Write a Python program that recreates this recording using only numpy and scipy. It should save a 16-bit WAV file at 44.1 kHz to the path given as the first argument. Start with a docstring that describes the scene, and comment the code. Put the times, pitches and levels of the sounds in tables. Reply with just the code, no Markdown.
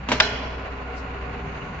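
"""Distant machinery hums, drones and washes through a concrete storage hall. Almost at once a loose
steel part is knocked twice: a tick and a dull, scraping clunk, then a bright chattering clack.
The blows ring the steel and a hollow housing and die away in the hall; faint swishes and a low
rumble follow. A phone with two microphone ports hears it from a few metres."""
import sys
import numpy as np
from scipy import signal
from scipy.fft import rfft, irfft
from scipy.io import wavfile
from scipy.ndimage import uniform_filter1d, minimum_filter1d

SR = 44100
rng = np.random.default_rng(int(sys.argv[2]) if len(sys.argv) > 2 else 0)


def int16_out(signal):
    """Quantize to a 16-bit WAV file."""
    q = np.round(np.clip(np.atleast_2d(signal).T, -1, 1) * 32767)
    wavfile.write(sys.argv[1], SR, q.astype(np.int16))


N = 79380
TIME_S = np.arange(N) / SR
BIN_HZ = np.arange(N // 2 + 1) * SR / N
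SIDE_SIGN = np.array([[1], [-1]])  # left, right
CONTACT_S = .00034

# diffuse sound, likeness of the ports (frequency [Hz], correlation [-])
PORT_CORRELATION = [(60, 1), (170, 0.98), (350, 0.86), (700, 0.6), (1400, 0.17), (2800, 0.13),
                    (5000, 0.074)]
# diffuse sound, port balance (frequency [Hz], left-right [dB])
PORT_BALANCE = [(700, 0), (1500, 1), (2000, -2), (2600, -5), (3400, -3), (4600, -7), (5600, 12), (7000, 12)]
# motor hum envelope (time [s], level [dB])
HUM_ENVELOPE = [(0, -38), (.3, -36), (.55, -35), (.9, -37), (1.1, -35.5), (1.45, -36.5), (1.62, -46.5),
                (1.8, -38)]
# machinery resonances (frequency [Hz], width [Hz], level [dB])
DRONE_BANDS = [(123.3, 1.2, -53), (263.7, 35, -47.5), (396.2, 6.4, -49), (414.7, 18, -49), (473, 17, -48),
               (744.6, 49, -47), (1019, 22, -49), (1107, 43, -49.5), (1438.5, 70, -47)]
# drone envelope (time [s], gain [dB])
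DRONE_ENVELOPE = [(0, -20.5), (.2, 1.5), (.45, 0), (1.2, 0.5), (1.8, -1.5)]
# machinery wash spectrum (frequency [Hz], relative density [dB])
WASH_SPECTRUM = [(25, -11), (45, -4), (62, -9), (85, -2.5), (115, -10), (170, -7.5), (250, -13.5),
                 (330, -15), (420, -16), (550, -12.5), (1000, -12), (1600, -15.5), (2100, -16.5),
                 (2850, -19), (3100, -29), (4600, -35), (5500, -46), (7200, -46), (8000, -92.5)]
# wash envelope (time [s], gain [dB])
WASH_ENVELOPE = [(0, -5), (.1, 3), (.5, 0), (.9, -.5), (1.3, 0.5), (1.8, -0.5)]
# rumble envelope (time [s], level [dB])
RUMBLE_ENVELOPE = [(0, -44.5), (1.0, -62.5), (1.2, -49.5), (1.45, -38), (1.6, -40), (1.8, -39.5)]
# treble swishes (peak time [s], half length [s], frequency [Hz], width [Hz], level [dB])
SWISH_EVENTS = [(0.987, 0.027, 4520, 2300, -50.5), (1.62, 0.013, 2810, 200, -43),
                (1.628, 0.22, 6390, 980, -64.5)]
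# hall reverberation (frequency [Hz], t60 [s])
HALL_DECAY = [(150, 0.95), (500, 3.14), (1500, 0.69), (4000, 1.09), (7500, 0.4)]
# early echo spectrum (frequency [Hz], relative level [dB])
ECHO_SPECTRUM = [(200, 9.5), (420, 1.5), (750, 7), (1080, -11), (1650, 1), (3300, 4), (4150, 18),
                 (4600, 7.5), (5500, 9.5), (7500, -3)]
# housing modes (frequency [Hz], relative level [dB], t60 [s], left-right [dB], left lead [rad])
HOUSING_MODES = [(413, 1, .65, 1, 0), (684, -3, .3, 0, 0), (872, -6, .4, -2, 0), (1432, -2, .45, -2, 0),
                 (1523, 0, .2, 1, 0), (1745, -3, .15, -3, 0), (3074, -6, .2, 0, 0), (4118, -3, .25, -8, 1)]
# dull blows (time [s], gain [dB], noise t60 [s], thud gain [dB], thud frequency [Hz])
CLUNK_BLOWS = [(0.0872, -9, 0.06, -8, 261), (0.091, -11, 0.15, -2.5, 256.6),
               (0.1069, -13.5, 0.08, -1, 249.4), (0.117, 0.5, 0.09, -19, 240), (0.1208, -4, 0.1, -10, 243),
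               (0.131, -15, 0.087, 7.5, 257.4), (0.137, -24.5, .07, 9.5, 135.7),
               (0.155, -17, 0.11, 2.5, 426)]
# dull blow noise spectrum (frequency [Hz], relative level [dB])
CLUNK_SPECTRUM = [(100, -36), (250, -18), (750, -11), (1200, -16.5), (3000, -15), (4500, -23), (7000, -31),
                  (8000, -40), (10000, -68)]
# dull blow modes (frequency [Hz], relative level [dB], t60 [s], left-right [dB], left lead [rad])
CLUNK_MODES = [(620, -7, .035, 0, 0), (964, 0, .018, 0, 0), (1560, -6, .05, 0, 0), (2150, -11, .03, 0, 0),
               (2770, -7, .035, -3, 0), (3060, -11, .03, -2, 0), (3790, -14, .04, 0, 0)]
# clack contacts (time [s], gain [dB], low-pass cutoff [Hz])
CLACK_CONTACTS = [(0.2, -5.5, 6500), (0.2009, 2.5, 6020), (0.2051, -6.5, 5470), (0.2079, -8, 2450)]
# contact crack spectrum (frequency [Hz], relative level [dB])
CRACK_SPECTRUM = [(200, -30.5), (450, -28.5), (750, -10.5), (1100, -13.5), (1530, -8.5), (2100, -9.5),
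                  (2900, -11.5), (3600, -5.5), (4050, -20), (4400, -16), (5200, -11.5), (5900, -25.5),
                  (7200, -23.5), (8000, -33), (10000, -53.5)]
# steel modes (frequency [Hz], relative level [dB], t60 [s], left-right [dB], left lead [rad])
STEEL_MODES = [(640, -9, .1, 0, 0), (730, -10, .08, 0, 0), (850, -8, .06, -1, 0), (1430, -2, .045, 0, 0),
               (1545, -3, .03, 0, 0), (1627, -3, .03, 0, 0), (2168, -3, .016, 0, 0),
               (2500, -3, .022, -11, 0), (3330, -1, .015, -3, .5), (3560, 0, .012, 0, .5),
               (4570, -6, .025, -2, 2.7), (5130, -6, .014, -1, 2.6)]


def undb(db):
    """Decibels to gain."""
    return 10 ** (np.asarray(db) / 20)


def unit_rms(x):
    """Scale to rms 1."""
    return x / np.sqrt(np.mean(x ** 2))


def unit_energy(x):
    """Scale to mean channel energy 1."""
    return unit_rms(x) / np.sqrt(N)


def over_hz(points):
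    """Interpolate a table over log frequency."""
    hz, value = np.array(points).T
    return np.interp(np.log(BIN_HZ + 1), np.log(hz), value)


def envelope(points):
    """Gain per sample from (time [s], level [dB])."""
    return undb(np.interp(TIME_S, *np.array(points).T))


def resonance(hz, width_hz):
    """Gain per bin of a steep resonance; width at -6 dB."""
    f = BIN_HZ + 1
    return 1 / (1 + ((f / hz - hz / f) * hz / width_hz) ** 2)


def decay(start_s, t60_s, rise_s):
    """Rise, then exponential decay."""
    age_s = np.maximum(TIME_S - start_s, 0)
    return (1 - np.exp(-age_s / rise_s)) * np.exp(-np.log(1000) * age_s / t60_s)


def mono_noise(colour):
    """Coloured noise, rms 1."""
    return unit_rms(irfft(rfft(rng.standard_normal(N)) * colour, N))


def diffuse_noise(colour):
    """Coloured stereo noise from all round, rms 1."""
    mid, side = rfft(rng.standard_normal((2, N)))
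    correlation = np.clip(over_hz(PORT_CORRELATION), -.99, .9999)
    spectrum = mid * np.sqrt(1 + correlation) + SIDE_SIGN * side * np.sqrt(1 - correlation)
    balance = undb(SIDE_SIGN * over_hz(PORT_BALANCE) / 2)
    return unit_rms(irfft(spectrum * colour * balance, N))


def noise_burst(spectrum, start_s, t60_s):
    """Contact noise, equal parts frontal and diffuse."""
    colour = undb(over_hz(spectrum))
    noise = mono_noise(colour) + diffuse_noise(colour)
    return unit_energy(noise * decay(start_s, t60_s, CONTACT_S))


def ringing(modes, start_s, rise_s, phases_cycles):
    """Decaying modes, each with its own balance and phase between the ports."""
    out = 0
    for (hz, db, t60_s, pan_db, lead_rad), cycles in zip(modes, phases_cycles):
        tone = np.sin(2 * np.pi * (hz * TIME_S + cycles) + SIDE_SIGN * lead_rad / 2)
        mode = unit_energy(tone * decay(start_s, t60_s, rise_s))
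        out = out + mode * undb(db + SIDE_SIGN * pan_db / 2)
    return out


def port_lag(x, lag_s):
    """Sound reaches the right port later."""
    shift = np.exp(-2j * np.pi * BIN_HZ * lag_s)
    return np.array([x[0], irfft(rfft(x[1]) * shift, N)])


def motor_hum(hz=61.6, wander_depth=.0076, octave_db=-15):
    """Motor fundamental and octave, wavering in pitch."""
    wander = mono_noise(resonance(.93, width_hz=14))
    phase_rad = 2 * np.pi * np.cumsum(hz * (1 + wander_depth * wander)) / SR
    tone = np.sin(phase_rad) + undb(octave_db) * np.sin(2 * phase_rad)
    return np.sqrt(2) * tone * envelope(HUM_ENVELOPE)


def drones():
    """Machinery resonances: narrow noise bands."""
    bands = sum(undb(db) * diffuse_noise(resonance(hz, width_hz)) for hz, width_hz, db in DRONE_BANDS)
    return bands * envelope(DRONE_ENVELOPE)


def wash(base_db=-36, flutter_hz=11, flutter_rms_db=1.22):
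    """Broad machinery noise; the level flutters."""
    flutter_db = flutter_rms_db * mono_noise(resonance(flutter_hz, 2 * flutter_hz))
    noise = diffuse_noise(undb(over_hz(WASH_SPECTRUM)))
    return undb(base_db + flutter_db) * noise * envelope(WASH_ENVELOPE)


def rumble():
    """Low noise that ebbs, then swells."""
    return diffuse_noise(resonance(hz=143, width_hz=140)) * envelope(RUMBLE_ENVELOPE)


def swishes():
    """Faint hisses that come and go."""
    out = 0
    for peak_s, half_s, hz, width_hz, db in SWISH_EVENTS:
        swell = np.exp(-((TIME_S - peak_s) / half_s) ** 2)
        out = out + undb(db) * diffuse_noise(resonance(hz, width_hz)) * swell
    return out


def hall(x, early_db=-11, tail_db=-11):
    """Early echoes, then the long tail; the phone dulls both in a narrow band near 3.7 kHz."""
    noise, tail = rfft(diffuse_noise(1)), 0
    for hz, t60_s in HALL_DECAY:
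        band = over_hz([(band_hz, band_hz == hz) for band_hz, _ in HALL_DECAY])
        tail = tail + irfft(noise * band, N) * decay(start_s=.018, t60_s=t60_s, rise_s=.025)
    early = diffuse_noise(undb(over_hz(ECHO_SPECTRUM)))  # off floor and nearby machines
    early *= decay(start_s=.016, t60_s=.2, rise_s=2 * CONTACT_S)
    response = undb(tail_db) * unit_energy(tail) + undb(early_db) * unit_energy(early)
    phone_notch = 1 - resonance(hz=3730, width_hz=400)
    response = irfft(rfft(response) * phone_notch, N)
    return signal.fftconvolve(x.mean(axis=0)[None], response, axes=-1)[:, :N]


def housing(gain_db=-.5, delay_s=.018, rise_s=.0036, mean_beat_hz=22, twin_db=-6):
    """Hollow metal housing rings on after the clack; each mode beats against a close twin."""
    start_s = CLACK_CONTACTS[0][0] + delay_s
    phases_cycles, twin_cycles, splits = rng.random((len(HOUSING_MODES), 3)).T
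    twins = [(hz + mean_beat_hz * (split + .5), *rest)
             for (hz, *rest), split in zip(HOUSING_MODES, splits)]
    ring = ringing(HOUSING_MODES, start_s, rise_s, phases_cycles)
    twin_ring = ringing(twins, start_s, rise_s, twin_cycles)
    return undb(gain_db) * (ring + undb(twin_db) * twin_ring)


def clunk(noise_gain_db=9.5, ring_gain_db=2.5, thud_gain_db=11, thud_t60_s=.07):
    """The part ticks, scrapes and lands: noise, heavily damped modes, hollow thud."""
    out, phases_cycles = 0, rng.random(len(CLUNK_MODES))
    for start_s, db, t60_s, thud_db, thud_hz in CLUNK_BLOWS:
        knock = undb(noise_gain_db) * noise_burst(CLUNK_SPECTRUM, start_s, t60_s)
        ring = undb(ring_gain_db) * unit_energy(ringing(CLUNK_MODES, start_s, CONTACT_S, phases_cycles))
        tone = np.sin(2 * np.pi * thud_hz * (TIME_S - start_s))
        thud = unit_energy(tone * decay(start_s, thud_t60_s, 2 * CONTACT_S))
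        out = out + undb(db) * (knock + ring + undb(thud_gain_db + thud_db) * thud)
    return out


def bending_dispersion(x, top_hz=3800, top_travel_s=.004):
    """Low bending waves run slower, so low modes arrive late."""
    hz = np.clip(BIN_HZ, STEEL_MODES[0][0] / 2, top_hz)
    delay_s = top_travel_s * (np.sqrt(top_hz / hz) - 1)
    phase_rad = 2 * np.pi * np.cumsum(delay_s) * SR / N
    return irfft(rfft(x) * np.exp(-1j * phase_rad), N)


def clack(ring_gain_db=9, crack_gain_db=16, crack_t60_s=.025):
    """Steel chatters on steel, duller as it settles; each contact cracks and rings the same modes."""
    out, phases_cycles = 0, rng.random(len(STEEL_MODES))
    for start_s, db, cutoff_hz in CLACK_CONTACTS:
        modes = unit_energy(ringing(STEEL_MODES, start_s, CONTACT_S, phases_cycles))
        ring = undb(ring_gain_db) * bending_dispersion(modes)
        crack = undb(crack_gain_db) * noise_burst(CRACK_SPECTRUM, start_s, crack_t60_s)
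        lowpass = signal.butter(2, cutoff_hz, fs=SR, output="sos")
        out = out + undb(db) * signal.sosfilt(lowpass, ring + crack)
    return out


def scene():
    """Knocks reach the left port first; hall and machinery surround them."""
    knocks = clunk() + clack()
    direct = knocks + housing()
    surround = hall(knocks) + motor_hum() + drones() + wash() + rumble() + swishes()
    return port_lag(direct, lag_s=80e-6) + port_lag(surround, lag_s=30e-6)


def record(dry, ceiling=.95, window_s=.001, cutoff_hz=7550):
    """Phone: peak limiter, then steep low-pass."""
    span = int(window_s * SR)
    gain = ceiling / np.maximum(np.abs(dry).max(axis=0), ceiling)
    gain = uniform_filter1d(minimum_filter1d(gain, span), span)
    lowpass = signal.ellip(8, .2, 85, cutoff_hz, fs=SR, output="sos")
    return signal.sosfilt(lowpass, dry * gain)


dry = scene()
out = record(dry)
int16_out(out)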